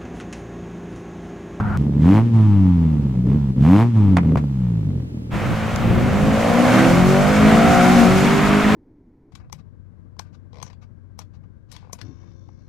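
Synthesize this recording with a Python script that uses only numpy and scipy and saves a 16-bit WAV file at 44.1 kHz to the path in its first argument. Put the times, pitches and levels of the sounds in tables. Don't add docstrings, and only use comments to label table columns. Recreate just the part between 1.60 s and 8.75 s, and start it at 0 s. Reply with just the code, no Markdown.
import sys
import numpy as np
from scipy import signal
from scipy.fft import rfft, irfft
from scipy.io import wavfile

SR = 44100
rng = np.random.default_rng(int(sys.argv[2]) if len(sys.argv) > 2 else 0)


def unload_audio(sound):
    columns = np.transpose(np.atleast_2d(sound))
    steps = np.round(np.clip(columns, -1, 1) * 32767)
    wavfile.write(sys.argv[1], SR, steps.astype(np.int16))


N = 315315
T = np.arange(N) / SR
STANDING_START_S, ROADSIDE_START_S = .174, 3.72

# pitch_hz, level_db
AIR_TONE = [(400, 0), (800, -8), (1500, -15), (3000, -18), (6000, -25), (15800, -32)]
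WIND_TONE = [(20, -6), (40, -5), (70, 2.5), (130, 2), (220, -2.5), (320, -6.5), (500, -17), (1000, -51)]
TYRE_ROAR_TONE = [(250, -13), (450, -3.5), (780, -2), (950, 0), (1400, -1), (1700, -4), (2200, -5),
                  (3200, -13), (4500, -23), (7000, -43.5)]
TYRE_HISS_TONE = [(2060, -6), (3500, -3), (5140, -4), (6700, -4), (9190, -11), (13700, -18), (15100, -18),
                  (15800, -61)]
LEAVING_TYRE_TONE = [(30, -7), (100, 17), (280, 0), (480, -12), (900, -3.5), (1100, -6.5), (1400, 1.5),
                     (1700, -13), (2100, -20), (3200, -32.5), (7000, -42), (15000, -56)]
DRONE_TONE = [(75, -9), (110, 1), (140, -4.5), (175, -1.5), (210, 2.5), (245, 1.5), (285, -3), (330, -2),
              (375, -2), (430, -2.5), (520, -8)]
LOW_HOWL_TONE = [(150, -36), (340, -33), (430, -10), (520, 8.5), (570, 6), (630, 1), (720, 4.5), (790, 0),
                 (860, -9), (1100, -7), (1450, -46), (2100, -69), (5000, -46)]
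HIGH_HOWL_TONE = [(150, -30), (380, -17), (470, -6), (525, 1), (620, -8), (700, 4), (785, 3), (850, -13),
                  (1100, -10), (1300, -2), (1480, -1), (1700, -12), (2150, -7), (3200, -22), (6000, -42)]
BOOM_TONE = [(45, -34), (55, -30), (76, -21.5), (92, -15), (110, -12.5), (145, -12.5), (184, -10),
             (205, -15), (228, -17), (252, -15.5), (277, -12.5), (305, -20), (340, -28)]
PIPE_TONE = [(30, -24), (70, -7), (120, 1), (170, 3), (270, 1), (350, -10.5), (450, -13.5), (700, -30),
             (1500, -78)]
BARK_TONE = [(150, -30), (300, -6), (380, 0), (480, 2), (590, -1), (800, 2), (1100, 0), (1400, -10),
             (2200, -14), (3200, -23), (4500, -40)]
RING_TONE = [(400, -30), (600, -7), (780, 0), (1000, -1), (1200, -3), (1400, -15), (2000, -24), (4000, -45)]
RASP_TONE = [(300, -19.5), (800, 1), (1400, 1.5), (2200, 0), (3300, -3.5), (4300, -12.5), (7500, -23),
             (16000, -39.5)]
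FIZZ_TONE = [(1000, -19.5), (3000, 0), (4500, -3), (6200, -5.5), (9000, -11.5), (16000, -30)]
CRACK_TONE = [(300, -5), (700, 6.5), (1100, 8), (1600, -1.5), (2200, 1), (3200, -13.5), (5000, -27.5),
              (12000, -51)]
KNOCK_TONE = [(200, -11), (380, -3), (520, 4.5), (750, -2), (1100, -11.5), (2000, -27.5), (4000, -50.5)]

# time_s, wind_db, roar_db, hiss_db
ROADSIDE_LEVELS = [(3.73, -24.5, -30, -46.5), (4.1, -25, -29, -44), (4.38, -19, -30, -45),
                   (4.85, -26, -25, -37), (5.17, -29, -20, -32.5), (5.45, -21, -27, -34.5),
                   (5.9, -22, -22, -34), (6.3, -25, -21.5, -30.5), (6.6, -21.5, -21.5, -32.5),
                   (7.15, -26.5, -22, -37)]
# time_s, firing_hz, first_harmonic_db, second_harmonic_db, tyre_db
LEAVING_CAR = [(0.0, 106, -25, -41, -15), (0.022, 104.9, -18, -22.5, -25.5),
               (0.086, 103.4, -29, -26.5, -22), (0.165, 101, -25, -27, -23)]
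# time_s, crank_hz, drone_db, howl_db
NEAR_CAR = [(3.72, 25.3, -30.5, -35), (4.28, 28.7, -24.5, -31.5), (4.7, 33, -24, -31),
            (4.95, 36.3, -28.5, -23), (5.17, 39.8, -19, -24), (5.35, 43.8, -18, -26), (5.7, 51.2, -28, -21),
            (5.85, 52, -21.5, -33), (6.22, 45.6, -20.5, -44), (6.45, 46.2, -18.5, -24),
            (7.0, 51.9, -22, -41), (7.15, 53.2, -18, -48)]
FAR_FIRST_GEAR = [(4.25, 43.5, -25, -29), (4.4, 46.77, -23, -34), (4.8, 56.04, -20.5, -23.5),
                  (5.1, 63.03, -19, -23.5), (5.25, 66.1, -15, -24), (5.32, 65.96, -30, -16)]
FAR_SECOND_GEAR = [(5.15, 39.68, -28, -23), (5.3, 42.54, -26, -27), (5.57, 48.05, -17, -26.5),
                   (5.9, 54.48, -14, -24.5), (6.15, 58.87, -19.5, -21), (6.3, 61.55, -18, -23.5),
                   (6.43, 58.3, -17, -26.5), (6.55, 59.65, -22, -33), (6.7, 56.84, -22, -36),
                   (7.15, 46.98, -29, -28.5)]
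# source_pitch_hz, closest_level_db
WHINE_NOTES = [(1100, -32), (1230, -37), (1400, -40), (1830, -40), (2080, -36)]
# multiple, level_db
SINGING_ORDERS = [(8, -5), (9, 1), (11, -8), (12, 2), (13, 0), (21, -11), (23, -9), (25, -9), (26, -12)]
DRONE_ORDERS = (3, 4, 5, 6, 8)
NEAR_ORDERS_DB, FAR_ORDERS_DB = (-0.5, 1.5, -3, -2, 0), (-2, 1.5, -5.5, -13, -7.5)

# time_s, firing_hz
ENGINE_SPEED = [(.18, 71.5), (.38, 70.5), (.44, 81.5), (.55, 104.8), (.6, 112.1), (.67, 118.1),
                (1.06, 92.5), (1.34, 75.53), (1.61, 60.47), (1.69, 63.7), (1.76, 74.5), (1.92, 63.83),
                (2.02, 68.1), (2.11, 90.7), (2.23, 117), (2.29, 119.9), (2.43, 101.8), (2.64, 83.23),
                (3.01, 62.8), (3.41, 42.23), (3.7, 39.03)]
# open_s, shut_s, opening_share
THROTTLE_PRESSES = [(0.151, 0.206, 0.26), (0.372, 0.546, 0.86), (1.635, 1.694, 0.44), (1.968, 2.18, 1.0)]
# weakest_s, fade_s, recovery_s, depth_db
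LULLS = [(.3, 0.081, 0.058, 3), (.715, 0.13, 0.034, 8.5), (1.63, .03, 0.025, 3.5), (1.945, .04, .025, 13),
         (2.33, 0.11, 0.039, 9), (2.606, 0.032, 0.052, 9), (2.88, 0.26, .16, 5), (3.46, 0.045, 0.52, 10.5)]
# time_s, level_db
BURBLE_LEVELS = [(.18, -22.5), (.55, -20), (.8, -28.5), (1.1, -29.5), (1.35, -24.5), (1.58, -27.5),
                 (1.7, -15.5), (1.83, -32.5), (2.03, -19), (2.3, -28.5), (2.74, -16.5), (2.94, -34.5),
                 (3.36, -26), (3.7, -30.5)]
# start_s, crack_db, fizz_db, thump_db, decay_s
FUEL_POPS = [(.266, -43, -60, -12, .0037), (0.737, -45, -55, -14, 0.0039), (1.335, -47, -66, -9, .0048),
             (1.43, -47, -66, -23, .004), (1.551, -44, -66, -11, .004), (1.668, -41, -57, -23.5, .0037),
             (1.7, -37, -61, -18.5, 0.002), (2.567, -25, -41, -2, 0.0022), (2.569, -11.5, -29.5, 0, 0.0045),
             (2.582, -23, -50, 3, 0.012), (2.631, -36, -62, -6, 0.0035), (2.65, -40, -62, -6, .004),
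             (2.692, -37, -65, -6, 0.0035), (2.72, -32.5, -59, -4, 0.0023), (2.757, -18, -52, 11.5, .0022),
             (2.772, -27.5, -42.5, 7, 0.013), (2.84, -42, -61, -4, 0.0032), (3.304, -47, -67, -12, 0.0034),
             (3.402, -43, -68, -28.5, .003), (3.575, -48, -72, -17, .0029)]

# coasting_db (at REFERENCE_HZ), speed_doubling_db, full_throttle_db, lull_share, throttle_lag_s
BOOM_RULES = [(0.2, 6, -2, 1.0, .08), (-4, 7, 2.5, 0.65, .008), (-7, 5.5, 7.5, 1, 0.06)]
BARK_RULE = (-43.5, 12, 18.5, 1, 0.04)
GAS_RULE = (-49.5, 12, 10.5, .8, .012)
RING_RULE = (-42, 22, -12.5, 2.2, .11)
BURBLE_RULE = (0, 0, -2.5, .5, 0)
REFERENCE_HZ = 100


def gain(db):
    return 10 ** (np.asarray(db) / 20)


def normalise(x):
    return x / np.sqrt(np.mean(x ** 2) + 1e-18)


def curves(table):
    times, *columns = np.transpose(table)
    return [np.interp(T, times, column) for column in columns]


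def ramp(start_s, length_s):
    return np.clip((T - start_s) / length_s, 0, 1)


def between(start_s, end_s, fade_s):
    return np.clip((T - start_s) / fade_s + .5, 0, 1) * np.clip((end_s - T) / fade_s + .5, 0, 1)


def wobble(rate_hz):
    return 1.2 * np.interp(T * rate_hz, np.arange(2000), rng.standard_normal(2000))


def noise(side_db):
    middle, side = rng.standard_normal((2, N))
    return normalise(middle + gain(side_db) * side * np.array([[1], [-1]]))


def level_at(tone, hz):
    pitch_hz, level_db = np.transpose(tone)
    return np.interp(np.log(hz), np.log(pitch_hz), level_db)


def colour(x, tone, size=4096):
    log_gain = np.log(gain(level_at(tone, np.fft.rfftfreq(size, 1 / SR) + 1)))
    cepstrum = irfft(log_gain)[:size // 2]
    cepstrum[1:] *= 2
    response = irfft(np.exp(rfft(cepstrum, size)))
    response /= np.linalg.norm(response)
    return signal.oaconvolve(np.atleast_2d(x), response[None], axes=1)[:, :N]


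def outdoors(x, echo_db, fade_s):
    t = T[:SR // 2]
    tail = rng.standard_normal(len(t)) * np.exp(-np.log(1000) * t / fade_s) * (t > .012)
    mono = np.atleast_2d(x).mean(axis=0)
    echoes = signal.oaconvolve(mono, tail / np.linalg.norm(tail))[:N]
    return x + gain(echo_db) * echoes * np.array([[1], [-1]])


def smear(x):
    t = T[:SR // 4]
    paths = rng.standard_normal(len(t)) * np.exp(-t / .012)
    response = irfft(np.exp(1j * np.angle(rfft(paths))))[:SR // 8]
    return signal.oaconvolve(x, response / np.linalg.norm(response))[:N]


def still_air():
    return gain(-45.5) * colour(noise(side_db=9), AIR_TONE)


def wind_and_tyres():
    wind_db, roar_db, hiss_db = curves(ROADSIDE_LEVELS)
    wind = gain(wind_db + 2 * wobble(11)) * colour(noise(side_db=-5), WIND_TONE)
    roar = gain(roar_db + .7 * wobble(60) + .6 * wobble(9)) * colour(noise(side_db=-9.5), TYRE_ROAR_TONE)
    hiss = gain(hiss_db + .9 * wobble(35)) * colour(noise(side_db=-5.5), TYRE_HISS_TONE)
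    close_echo = .26 * np.roll(hiss, int(SR / 608), axis=1)
    stone_hit = gain(-23) * np.exp(-np.abs(T - 4.161) / .00092)
    stone = stone_hit * colour(noise(side_db=-3), TYRE_HISS_TONE)
    return wind + roar + hiss + close_echo + stone


def firings(cycles, scatter_db, limp=0):
    at = np.flatnonzero(np.diff(np.floor(cycles)) > 0)
    step = cycles[at + 1] - cycles[at]
    late = 1 - cycles[at + 1] % 1 / step
    size = gain(scatter_db * rng.standard_normal(2000)[:len(at)])
    size *= 1 - limp * (np.arange(len(at)) % 2)
    size = normalise(size) / np.sqrt(step)
    pulses = np.zeros(N)
    pulses[at], pulses[at + 1] = size * (1 - late), size * late
    return pulses


def passing_whine(closest_s=7.3, speed_m_s=19, gap_m=8.3):
    along_m = speed_m_s * (T - closest_s)
    distance_m = np.hypot(along_m, gap_m)
    doppler = 1 / (1 + speed_m_s / 343 * along_m / distance_m)
    clock = np.cumsum(doppler * (1 + .002 * wobble(40))) / SR
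    whine = sum(gain(db + 2 * wobble(33)) * np.sin(2 * np.pi * hz * clock) for hz, db in WHINE_NOTES)
    return gap_m / distance_m * whine


def pipe_song(table):
    crank_hz, _, howl_db = curves(table)
    turns = np.cumsum(crank_hz * (1 + .001 * wobble(25))) / SR
    song = np.zeros(N)
    for order, db in SINGING_ORDERS:
        level_db = howl_db + db + level_at(HIGH_HOWL_TONE, order * crank_hz) / 2 + 2 * wobble(24)
        song += gain(level_db) * np.sin(2 * np.pi * order * turns)
    return song


def moving_car(table, orders_db, howl_tone, limp, flutter_db):
    crank_hz, drone_db, howl_db = curves(table)
    turns = np.cumsum(crank_hz * (1 + .0018 * wobble(22))) / SR
    drone = np.zeros(N)
    for order, db in zip(DRONE_ORDERS, orders_db):
        level_db = drone_db + db + level_at(DRONE_TONE, order * crank_hz) + flutter_db * wobble(14)
        drone += gain(level_db) * np.sin(2 * np.pi * (order * turns + rng.random()))
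    pulses = firings(2 * turns, scatter_db=.5, limp=limp)
    return drone + colour(smear(pulses) * gain(howl_db), howl_tone)


def traffic():
    near = moving_car(NEAR_CAR, NEAR_ORDERS_DB, LOW_HOWL_TONE, limp=.1, flutter_db=2) + passing_whine()
    first_gear = moving_car(FAR_FIRST_GEAR, FAR_ORDERS_DB, LOW_HOWL_TONE, limp=.86, flutter_db=1.4)
    second_gear = moving_car(FAR_SECOND_GEAR, FAR_ORDERS_DB, HIGH_HOWL_TONE, limp=.7, flutter_db=2)
    second_gear += pipe_song(FAR_SECOND_GEAR)
    far = first_gear * between(4.25, 5.32, .18) + second_gear * between(5.2, 8, .031)
    return outdoors(near + far, echo_db=-11, fade_s=.4)


def driving_off():
    firing_hz, first_db, second_db, tyre_db = curves(LEAVING_CAR)
    cycles = np.cumsum(firing_hz) / SR
    drone = gain(first_db) * np.sin(2 * np.pi * cycles) + gain(second_db) * np.sin(4 * np.pi * cycles)
    tyres = gain(tyre_db) * colour(noise(side_db=-7.5), LEAVING_TYRE_TONE)
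    bark = gain(-39) * colour(firings(cycles, scatter_db=1.5), BARK_TONE)
    return np.sqrt(2) * drone + tyres + bark


def fuel_pops():
    cracks, fizzes, kicks = np.zeros((3, N))
    for start_s, crack_db, fizz_db, thump_db, decay_s in FUEL_POPS:
        at = int(start_s * SR)
        fade = np.exp(-T[:SR // 4] / decay_s)
        cracks[at:at + len(fade)] += gain(crack_db) * fade
        fizzes[at:at + len(fade)] += gain(fizz_db) * fade
        kicks[at] += gain(thump_db)
    crack = colour(noise(side_db=-5.5) * cracks, CRACK_TONE)
    fizz = colour(noise(side_db=-5.5) * fizzes, FIZZ_TONE)
    thump = colour(kicks, PIPE_TONE) + gain(-7.5) * colour(kicks, KNOCK_TONE)
    return outdoors(crack + fizz + thump, echo_db=-13, fade_s=.16)


def throttle(lag_s, opening_s=.043, closing_s=.065):
    return sum(share * (ramp(open_s + lag_s, opening_s) - ramp(shut_s + lag_s, closing_s))
               for open_s, shut_s, share in THROTTLE_PRESSES)


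def effort_db(rule, firing_hz):
    coasting_db, doubling_db, throttle_db, lull_share, lag_s = rule
    speed_db = doubling_db * np.log2(firing_hz / REFERENCE_HZ)
    lull_db = sum(depth_db * (ramp(weakest_s - fade_s, fade_s) - ramp(weakest_s, recovery_s))
                  for weakest_s, fade_s, recovery_s, depth_db in LULLS)
    return coasting_db + speed_db + throttle_db * throttle(lag_s) - lull_share * lull_db


def puffs(cycles, decay_cycles, steady):
    return normalise(np.exp(-(cycles % 1) / decay_cycles) + steady)


def escaping_gas(firing_hz, cycles):
    gas_db = effort_db(GAS_RULE, firing_hz)
    spit_share = np.clip((gas_db + 42) / 8, 0, 1)
    force = gain(2 * rng.standard_normal(2000))[cycles.astype(int)]
    spitting = spit_share * force * puffs(cycles, decay_cycles=.14, steady=.06)
    flowing = (1 - spit_share) * puffs(cycles, decay_cycles=.3, steady=1)
    rasp = colour(noise(side_db=-10) * (spitting + flowing) * gain(gas_db), RASP_TONE)
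    jet = colour(noise(side_db=-4) * gain(gas_db - 7.5), FIZZ_TONE)
    return rasp + jet


def exhaust_boom(firing_hz, cycles):
    opening = throttle(lag_s=.012)
    lookup_hz = firing_hz / (1 + .04 * opening)
    strain_db = -8.5 * opening * np.log2(firing_hz / REFERENCE_HZ)
    boom = np.zeros(N)
    for harmonic, rule in enumerate(BOOM_RULES, 1):
        level_db = effort_db(rule, firing_hz) + strain_db + level_at(BOOM_TONE, harmonic * lookup_hz)
        boom -= gain(level_db) * np.cos(2 * np.pi * harmonic * (cycles - .28))
    return np.sqrt(2) * boom


def standing_car():
    firing_hz, = curves(ENGINE_SPEED)
    burble_db, = curves(BURBLE_LEVELS)
    cycles = np.cumsum(firing_hz) / SR
    churn = rng.standard_normal(N) * puffs(cycles, decay_cycles=.3, steady=.3)
    burble = colour(churn * gain(burble_db + effort_db(BURBLE_RULE, firing_hz)), PIPE_TONE)
    ragged_share = np.clip((burble_db + 32) / 28, .06, .2)
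    pulses = firings(cycles, scatter_db=1.2)
    rough_pulses = np.sqrt(1 - ragged_share) * pulses + np.sqrt(ragged_share) * churn
    bark = colour(rough_pulses * gain(effort_db(BARK_RULE, firing_hz)), BARK_TONE)
    ring = colour(smear(pulses) * gain(effort_db(RING_RULE, firing_hz)), RING_TONE)
    gas = escaping_gas(firing_hz, cycles)
    pipe = exhaust_boom(firing_hz, cycles) + burble + bark + ring
    return outdoors(pipe, echo_db=-18, fade_s=.25) + gas


def scene():
    roadside = traffic() + wind_and_tyres()
    standing = standing_car() + fuel_pops() + still_air()
    tick = gain(-15) * np.exp(-np.abs(T - STANDING_START_S) * SR)
    return (driving_off() * between(-1, STANDING_START_S, .0015) + tick
            + standing * between(STANDING_START_S, ROADSIDE_START_S, .0038)
            + roadside * between(ROADSIDE_START_S, 8, .037))


def record(dry):
    treble_cut = signal.ellip(8, .2, 80, 15900, fs=SR, output="sos")
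    return signal.sosfilt(treble_cut, np.clip(dry, -1, 1))


dry = scene()
out = record(dry)
unload_audio(out)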